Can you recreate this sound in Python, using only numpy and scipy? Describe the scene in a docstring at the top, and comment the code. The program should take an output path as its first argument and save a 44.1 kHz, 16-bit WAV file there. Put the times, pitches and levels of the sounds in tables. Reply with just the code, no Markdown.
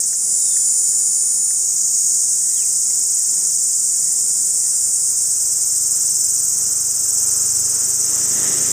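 """A cicada sings under a branch, close to a mono microphone. Its tymbals buckle rib by rib about
440 times a second and ring the hollow abdomen: first a smooth whine, then ever rougher as the
abdomen throbs and swings the brightness of the buzz. Far behind are a faint drone, a few ticks,
two falling bird whistles, soft rasps, and a small engine that comes nearer along a road."""
import sys
import numpy as np
from scipy import signal
from scipy.fft import rfft, irfft, next_fast_len
from scipy.io import wavfile
from scipy.ndimage import uniform_filter1d, map_coordinates

SR = 44100
rng = np.random.default_rng(int(sys.argv[2]) if len(sys.argv) > 2 else 0)


def store_pcm(level_fs):
    """Save levels as 16-bit WAV."""
    pcm = np.round(np.clip(level_fs, -1, 1) * 32767).astype(np.int16)
    wavfile.write(sys.argv[1], SR, np.atleast_2d(pcm).T)


N = 384552
TIME = np.arange(N) / SR


def amp(db):
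    """Decibels to gain."""
    return 10 ** (np.asarray(db) / 20)


def unit(x):
    """x at rms 1."""
    return x / np.sqrt(np.mean(x ** 2) + 1e-20)


def steady(x, size=6000):
    """x with its level ridden to rms 1 over a window of size samples."""
    return x / np.sqrt(np.abs(uniform_filter1d(x ** 2, size)) + 1e-20)


def along(points, hz):
    """(Hz, value) points read on a log frequency axis."""
    point_hz, values = np.transpose(points)
    return np.interp(np.log(hz + 1), np.log(point_hz), values)


def curves(rows):
    """One automation curve for each column after the time."""
    times, *columns = np.transpose(rows)
    return [np.interp(TIME, times, column) for column in columns]


def wobble(rate):
    """A smooth random curve, rate knots a second."""
    knots = rng.standard_normal(int(N * rate / SR) + 4)
    return map_coordinates(knots, [np.arange(N) * rate / SR])


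def filtered(x, response):
    """x through an EQ whose gain is response(hz)."""
    size = next_fast_len(N + SR // 2)
    return irfft(rfft(x, size) * response(np.fft.rfftfreq(size, 1 / SR)), size)[..., :N]


def noise(colour):
    """Noise of rms 1 with a (Hz, dB) colour."""
    return unit(filtered(rng.standard_normal(N), lambda hz: amp(along(colour, hz))))


def clicks(at, gains, order=8):
    """Impulses at fractional sample positions."""
    taps = np.floor(at)[:, None] + np.arange(1 - order, order + 1)
    offset = taps - at[:, None]
    shape = np.sinc(offset) * np.cos(np.pi * offset / (2 * order)) ** 2
    slots = np.clip(taps, 0, N).astype(int)
    return np.bincount(slots.ravel(), (gains[:, None] * shape).ravel(), N + 1)[:N]


def tymbal(cycles, rib_hz, strain, slip_s=50e-6, smooth_jitter_s=9e-6, rough_jitter_s=50e-6):
    """Each cycle buckles the ribs one after another; strain makes their timing ragged."""
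    # the ribs in buckling order: (smooth level [dB], strained level [dB])
    ribs = [(1, 2), (-1, -10), (-4, -6.5), (-1, -9), (-15, -2.5)]
    smooth_db, strained_db = np.transpose(ribs)
    onsets = np.interp(np.arange(1, int(cycles[-1])), cycles, np.arange(N))
    i = onsets.astype(int)
    rough = strain[i, None]
    shape = (len(i), len(ribs))
    slip = slip_s * (1 + rough) * rng.standard_normal((len(i), 1))
    jitter = (smooth_jitter_s + rough_jitter_s * rough ** 2) * rng.standard_normal(shape)
    delay_s = np.arange(len(ribs)) / rib_hz[i, None] + slip + np.cumsum(jitter, axis=1)
    click_db = smooth_db + (strained_db - smooth_db) * np.sqrt(rough) + 1.35 * rng.standard_normal(shape)
    return clicks((onsets[:, None] + SR * delay_s).ravel(), amp(click_db).ravel())


def abdomen_ring(x, size=2048):
    """The hollow abdomen rings after each click."""
    # how the abdomen radiates: (frequency [Hz], gain [dB])
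    body = [(3600, -42.5), (4150, -34), (4600, -28.5), (4800, -20.5), (5050, -10), (5450, -5), (6200, -1.5),
            (6750, 0.5), (7250, 2.5), (7650, 1), (8100, 3), (8500, 0), (9200, -2.5), (9700, -11),
            (10100, -11), (10600, -24), (13000, -39)]
    cepstrum = irfft(np.log(amp(along(body, np.fft.rfftfreq(size, 1 / SR))) + 1e-6))
    # minimum phase, so nothing rings ahead of its click
    cepstrum[1:size // 2] *= 2
    cepstrum[size // 2 + 1:] = 0
    return signal.fftconvolve(x, irfft(np.exp(rfft(cepstrum))))[:N]


def abdomen_opening(x, open_db, strain, size=256, whine_width_hz=200):
    """Opening the abdomen tilts the buzz brighter; under strain the whole tilt sits lower in pitch."""
    # how far each band follows the opening: (frequency [Hz], share [signed ratio])
    tilt = [(5200, -0.38), (6000, -0.34), (7000, -0.64), (8100, 0.06), (8700, -0.049), (9200, 0.56),
            (10100, 0.98), (10900, 0.88), (11800, 0.077)]
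    # a narrow resonance sliding with the abdomen's tension: (time [s], centre [Hz], lift [dB])
    whine = [(0.1, 9450, 2), (.3, 9350, 2.5), (1.52, 9130, 3), (1.68, 8850, -3), (2.05, 8655, 2.5),
             (2.4, 7900, 2.5), (4.6, 8596, 3), (5.5, 8600, 2), (8.72, 8466, 3.5)]
    whine_hz, whine_db = curves(whine)
    hz, times, bands = signal.stft(x, SR, nperseg=size)
    i = np.minimum(times * SR, N - 1).astype(int)
    sag = 1 + 0.11 * strain[i] ** 3
    eq_db = open_db[i] * along(tilt, hz[:, None] * sag)
    eq_db += whine_db[i] * np.exp(-((hz[:, None] - whine_hz[i]) / whine_width_hz) ** 2)
    return signal.istft(bands * amp(eq_db), SR, nperseg=size)[1][:N]


def twig_scatter(x, size=256, tail_frames=16):
    """Branch and twigs diffuse a sound: the energy in each band lingers briefly as noise."""
    # decay in the tree: (frequency [Hz], time to fall 60 dB [s])
    decay_times = [(500, .08), (5000, 0.052), (15000, 0.062)]
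    hz, times, bands = signal.stft(x, SR, nperseg=size)
    tail = amp(-60 * times[:tail_frames] / along(decay_times, hz)[:, None]) ** 2
    tail /= tail.sum(axis=1, keepdims=True)
    energy = signal.fftconvolve(np.abs(bands) ** 2, tail, axes=1)[:, :len(times)]
    wash = signal.stft(rng.standard_normal(N), SR, nperseg=size)[2]
    return signal.istft(np.sqrt(np.abs(energy)) * wash / wash.std(), SR, nperseg=size)[1][:N]


def through_tree(x):
    """About half of the lower buzz arrives scattered; the upper buzz is mostly direct."""
    # the tree's wet mix: (frequency [Hz], scattered energy [share])
    scattered = [(5000, 0.52), (7000, 0.37), (8500, 0.14), (10000, 0.13)]
    direct = filtered(x, lambda hz: np.sqrt(1 - along(scattered, hz)))
    return direct + filtered(twig_scatter(x), lambda hz: np.sqrt(along(scattered, hz)))


def branch_colour(x):
    """Fixed reflections from the branch colour the buzz with narrow peaks and dips."""
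    # peaks and dips: (centre [Hz], width [Hz], gain [dB])
    resonances = [(6550, 45, 2.5), (6700, 90, -7.5), (6730, 37, 5), (7240, 36, 2), (7800, 90, 1),
                  (7710, 80, 2), (8010, 45, 3), (8420, 120, -4.5), (8630, 82, 3), (9070, 55, -3),
                  (9060, 44, 3.5), (9530, 40, 3), (9730, 120, -2.5), (10060, 44, 3.5), (11030, 75, 8.5)]
    peak = lambda hz, centre, width: 1j * hz * width / (centre ** 2 - hz ** 2 + 1j * hz * width)
    eq = lambda hz: 1 + sum((amp(db) - 1) * peak(hz, centre, width) for centre, width, db in resonances)
    return filtered(x, eq)


def sizzle(buzz, throb_phase, strain, edge_db=-22, strain_lift_db=5, spit_db=-19.5):
    """The clicks carry a dry sizzle; strain adds two spits a throb, as the abdomen closes and reopens."""
    # dry edge of the clicks: (frequency [Hz], level [dB])
    edge_colour = [(7000, -30), (10500, -3), (12300, 1.5), (13500, 3.5), (14400, 6), (15500, -2)]
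    # thin spit of hard-strained tymbals: (frequency [Hz], level [dB])
    spit_colour = [(11000, -31), (12900, -10), (13500, 0), (13950, -7), (15500, -11.5)]
    grain = np.abs(uniform_filter1d(buzz ** 2, size=12)) ** 0.25
    edge_gain = amp(edge_db + strain_lift_db * strain + wobble(45))
    edge = edge_gain * steady(noise(edge_colour) * steady(grain, size=600))
    spit_gate = np.exp(-((np.cos(throb_phase + 0.15) - 0.46) / 0.38) ** 2)
    return edge + amp(spit_db) * strain ** 4 * unit(noise(spit_colour) * grain * spit_gate)


def cicada(rib_ratio=5.43, rib_drag=0.71, bend_hz=8, pump=0.46, snap=0.29, hum_db=-42):
    """Rib clicks ring the abdomen, whose throb bends their rate, level and colour as strain grows."""
    # tymbal buckling: (time [s], cycle rate [Hz])
    buckling = [(0, 448), (0.5, 433), (1.95, 420.5), (3.25, 443.5), (3.9, 446), (5, 443.5), (5.8, 447),
                (6.3, 454.5), (8.72, 456)]
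    # pumping of the abdomen: (time [s], throb rate [Hz])
    throbs = [(0, 17.9), (0.6, 23.65), (1.5, 23.16), (2.2, 23.44), (2.7, 26.81), (3.4, 24.55), (4.3, 24.49),
              (5.4, 19.68), (6.2, 21.13), (7.2, 21.74), (8, 20.06), (8.72, 21.69)]
    # effort of the song: (time [s], level [dB], strain [0-1])
    effort = [(0, -17.5, .72), (.19, -19, .6), (.32, -16.5, .3), (.65, -15.5, 0.21), (1.5, -17, .15),
              (1.72, -17.5, 0.46), (2.08, -15.6, .45), (2.4, -17, 0.61), (5, -17, .63), (5.5, -17.5, .9),
              (6.2, -16.6, .95), (6.95, -18.5, 1), (7.2, -16.4, 1), (7.8, -17.5, .96), (8.72, -17, 0.94)]
    # abdomen posture, driving tilt and pumping: (time [s], opening [dB of drive], swing [dB of drive])
    posture = [(0, 3.5, 4.5), (.3, 4.4, 0.7), (.9, 2, 0.5), (1.52, 3, -0.5), (1.8, -3, 2), (2.5, 1.7, 1.5),
               (3.1, -1.5, 6.5), (4.15, 1.5, 3.5), (5.1, 3, 0.5), (5.4, -0.4, 4), (7.3, -3, 5),
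               (8.72, -4.5, 4.2)]
    # single deeper closures of the abdomen: (time [s], dip [dB of drive])
    catches = [(.037, -7), (.143, -6), (4.39, -1), (4.825, -2), (5.145, -7), (5.29, 0)]
    tymbal_hz, = curves(buckling)
    throb_hz, = curves(throbs)
    level_db, strain = curves(effort)
    open_db, swing_db = curves(posture)
    rib_hz = tymbal_hz * (rib_ratio - rib_drag * strain ** 2.53)
    # the abdomen closes once a throb, and the tymbals speed up one radian later
    throb_phase = 2 * np.pi * (0.3 + np.cumsum(throb_hz) / SR)
    closure = np.cos(throb_phase) + snap * strain ** 2 * np.cos(2 * throb_phase)
    catch_db = sum(db * np.exp(-((TIME - at) / 0.022) ** 2) for at, db in catches)
    throb_db = catch_db - swing_db * (1 + 0.12 * wobble(15)) * closure
    bend = strain ** 2 * (np.cos(throb_phase - 1) + 0.755 * wobble(60))
    cycles = np.cumsum(tymbal_hz + bend_hz * bend) / SR
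    buzz = steady(abdomen_ring(tymbal(cycles, rib_hz, strain)))
    buzz *= amp(pump * strain ** 2 * throb_db + 0.26 * catch_db)
    buzz = abdomen_opening(buzz, throb_db + open_db, strain)
    song = steady(branch_colour(through_tree(buzz))) + sizzle(buzz, throb_phase, strain)
    # the tymbals' in-and-out motion hums faintly at their own rate
    hum = sum(amp(db) * np.sin(2 * np.pi * k * cycles) for k, db in enumerate([4, 1, -1.5, -3, -3], 1))
    return amp(level_db) * (song + amp(hum_db - 4.1 * strain) * hum)


def far_traffic(level_db=-50.5):
    """Distant traffic blurs into a bed of rumble."""
    # the rumble: (frequency [Hz], level [dB])
    rumble_colour = [(25, -32), (50, -10), (80, -4.5), (145, -3), (175, 0), (205, -5.5), (400, -7),
                     (600, -9.5), (1100, -15.5), (2000, -15.5), (2600, -23), (4000, -16.5), (6000, -40)]
    return amp(level_db + 1.3 * wobble(7.1)) * noise(rumble_colour)


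def drone(hz=172.8, level_db=-58.5):
    """A faint low tone wavers in level."""
    return amp(level_db + 3.8 * wobble(3.3)) * np.sin(2 * np.pi * hz * TIME + 0.24 * wobble(4.6))


def approach(nearest_s=8.544, lane_m=2.73, speed_m_per_s=8.23, near_tyre_db=-40.5, near_roar_db=-35):
    """A vehicle draws near along the road: first its tyres rush, then it roars."""
    # tyre rush: (frequency [Hz], level [dB])
    tyre_colour = [(110, -28), (180, -0.5), (341, -3), (423, 3), (463, -1.5), (687, -8.5), (887, -5),
                   (1050, -7), (1280, -2), (1620, -7), (2060, -17), (2690, -12), (3300, -15.5), (3800, -24),
                   (4940, -41), (8360, -120)]
    # close roar: (frequency [Hz], level [dB])
    roar_colour = [(76, -34), (130, -11), (156, -10), (225, -1), (283, -9.5), (380, -5.5), (549, -13),
                   (660, -13), (728, -24), (913, -19), (979, -35), (1930, -11.5), (2290, -20.5),
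                   (3800, -19), (4940, -39), (8360, -120)]
    distance_m = np.hypot(lane_m, speed_m_per_s * (TIME - nearest_s))
    tyre_db = near_tyre_db - 0.57 * (distance_m - lane_m)
    roar_db = near_roar_db - 41.5 * np.log10(distance_m / lane_m)
    flutter = amp(1.5 * wobble(7))
    return flutter * (amp(tyre_db) * noise(tyre_colour) + amp(roar_db) * noise(roar_colour))


def engine():
    """The vehicle's small, slow-firing engine putters louder as it nears."""
    # the engine's run: (time [s], firing rate [Hz], level [dB])
    run = [(0, 32, -75), (4.6, 27.5, -59.5), (5.3, 25, -52.5), (6.4, 25.2, -51.5), (7.6, 24.3, -45),
           (8, 26, -46.5), (8.72, 28, -41.5)]
    # exhaust harmonics: (multiple of the firing rate [ratio], relative level [dB])
    harmonics = [(2, -18), (3, -6), (4, 1), (5, 1), (6, -16), (7, -17)]
    firing_hz, level_db = curves(run)
    phase = 2 * np.pi * np.cumsum(firing_hz) / SR
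    exhaust = unit(sum(amp(db) * np.cos(k * phase) for k, db in harmonics))
    return amp(level_db + 0.98 * wobble(9.1)) * exhaust


def ticks(rise_s=0.00081):
    """Dry ticks, each a few cycles of one resonance, scattered by the tree."""
    # the ticks: (time [s], peak level [dB], pitch [Hz])
    hits = [(0.1301, -36, 1830), (0.5671, -32, 1860), (0.931, -42, 1704), (1.5075, -35, 1813),
            (1.964, -45, 2200), (2.9033, -39, 2200)]
    direct = np.zeros(N)
    for at, db, hz in hits:
        age = np.maximum(TIME - at, 0)
        envelope = age / rise_s * np.exp(1 - age / rise_s)
        direct += amp(db) * envelope * np.sin(2 * np.pi * hz * age)
    return direct + amp(-5) * twig_scatter(direct)


def birds():
    """Each whistle swells and fades as it slides down, scattered by the tree."""
    # bird whistles: (time [s], length [s], start pitch [Hz], end pitch [Hz], level [dB])
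    whistles = [(0.38, 0.33, 3940, 3200, -52), (2.531, 0.19, 4100, 1700, -50)]
    direct = np.zeros(N)
    waver, flutter = wobble(120), wobble(70)
    for at, length, start_hz, end_hz, db in whistles:
        progress = np.clip((TIME - at) / length, 0, 1)
        hz = start_hz * (end_hz / start_hz) ** progress * (1 + 0.0073 * waver)
        envelope = amp(db + 3.3 * flutter) * np.sin(np.pi * progress ** 0.5)
        direct += envelope * np.sin(2 * np.pi * np.cumsum(hz) / SR)
    return direct + amp(-2.5) * twig_scatter(direct)


def rasps():
    """Each far rasp is a soft swell of narrow noise."""
    # the rasps: (centre time [s], half length [s], level [dB])
    swells = [(2.55, .16, -57), (3.2, .1, -62), (4.08, .1, -60), (4.68, .12, -58)]
    # their noise band: (frequency [Hz], level [dB])
    rasp_colour = [(1200, -40), (1750, -5), (1950, 0), (2200, -9), (2800, -40), (5000, -90)]
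    envelope = sum(amp(db) * np.exp(-((TIME - at) / half) ** 2) for at, half, db in swells)
    return noise(rasp_colour) * envelope


def scene():
    """The close cicada over its distant backdrop, alike in both channels."""
    mono = cicada() + far_traffic() + drone() + approach() + engine() + ticks() + birds() + rasps()
    return np.array([mono, mono])


def record(dry, top_hz=15550):
    """A brick-wall low-pass takes off the highest treble."""
    return filtered(dry, lambda hz: hz < top_hz)


dry = scene()
out = record(dry)
store_pcm(out)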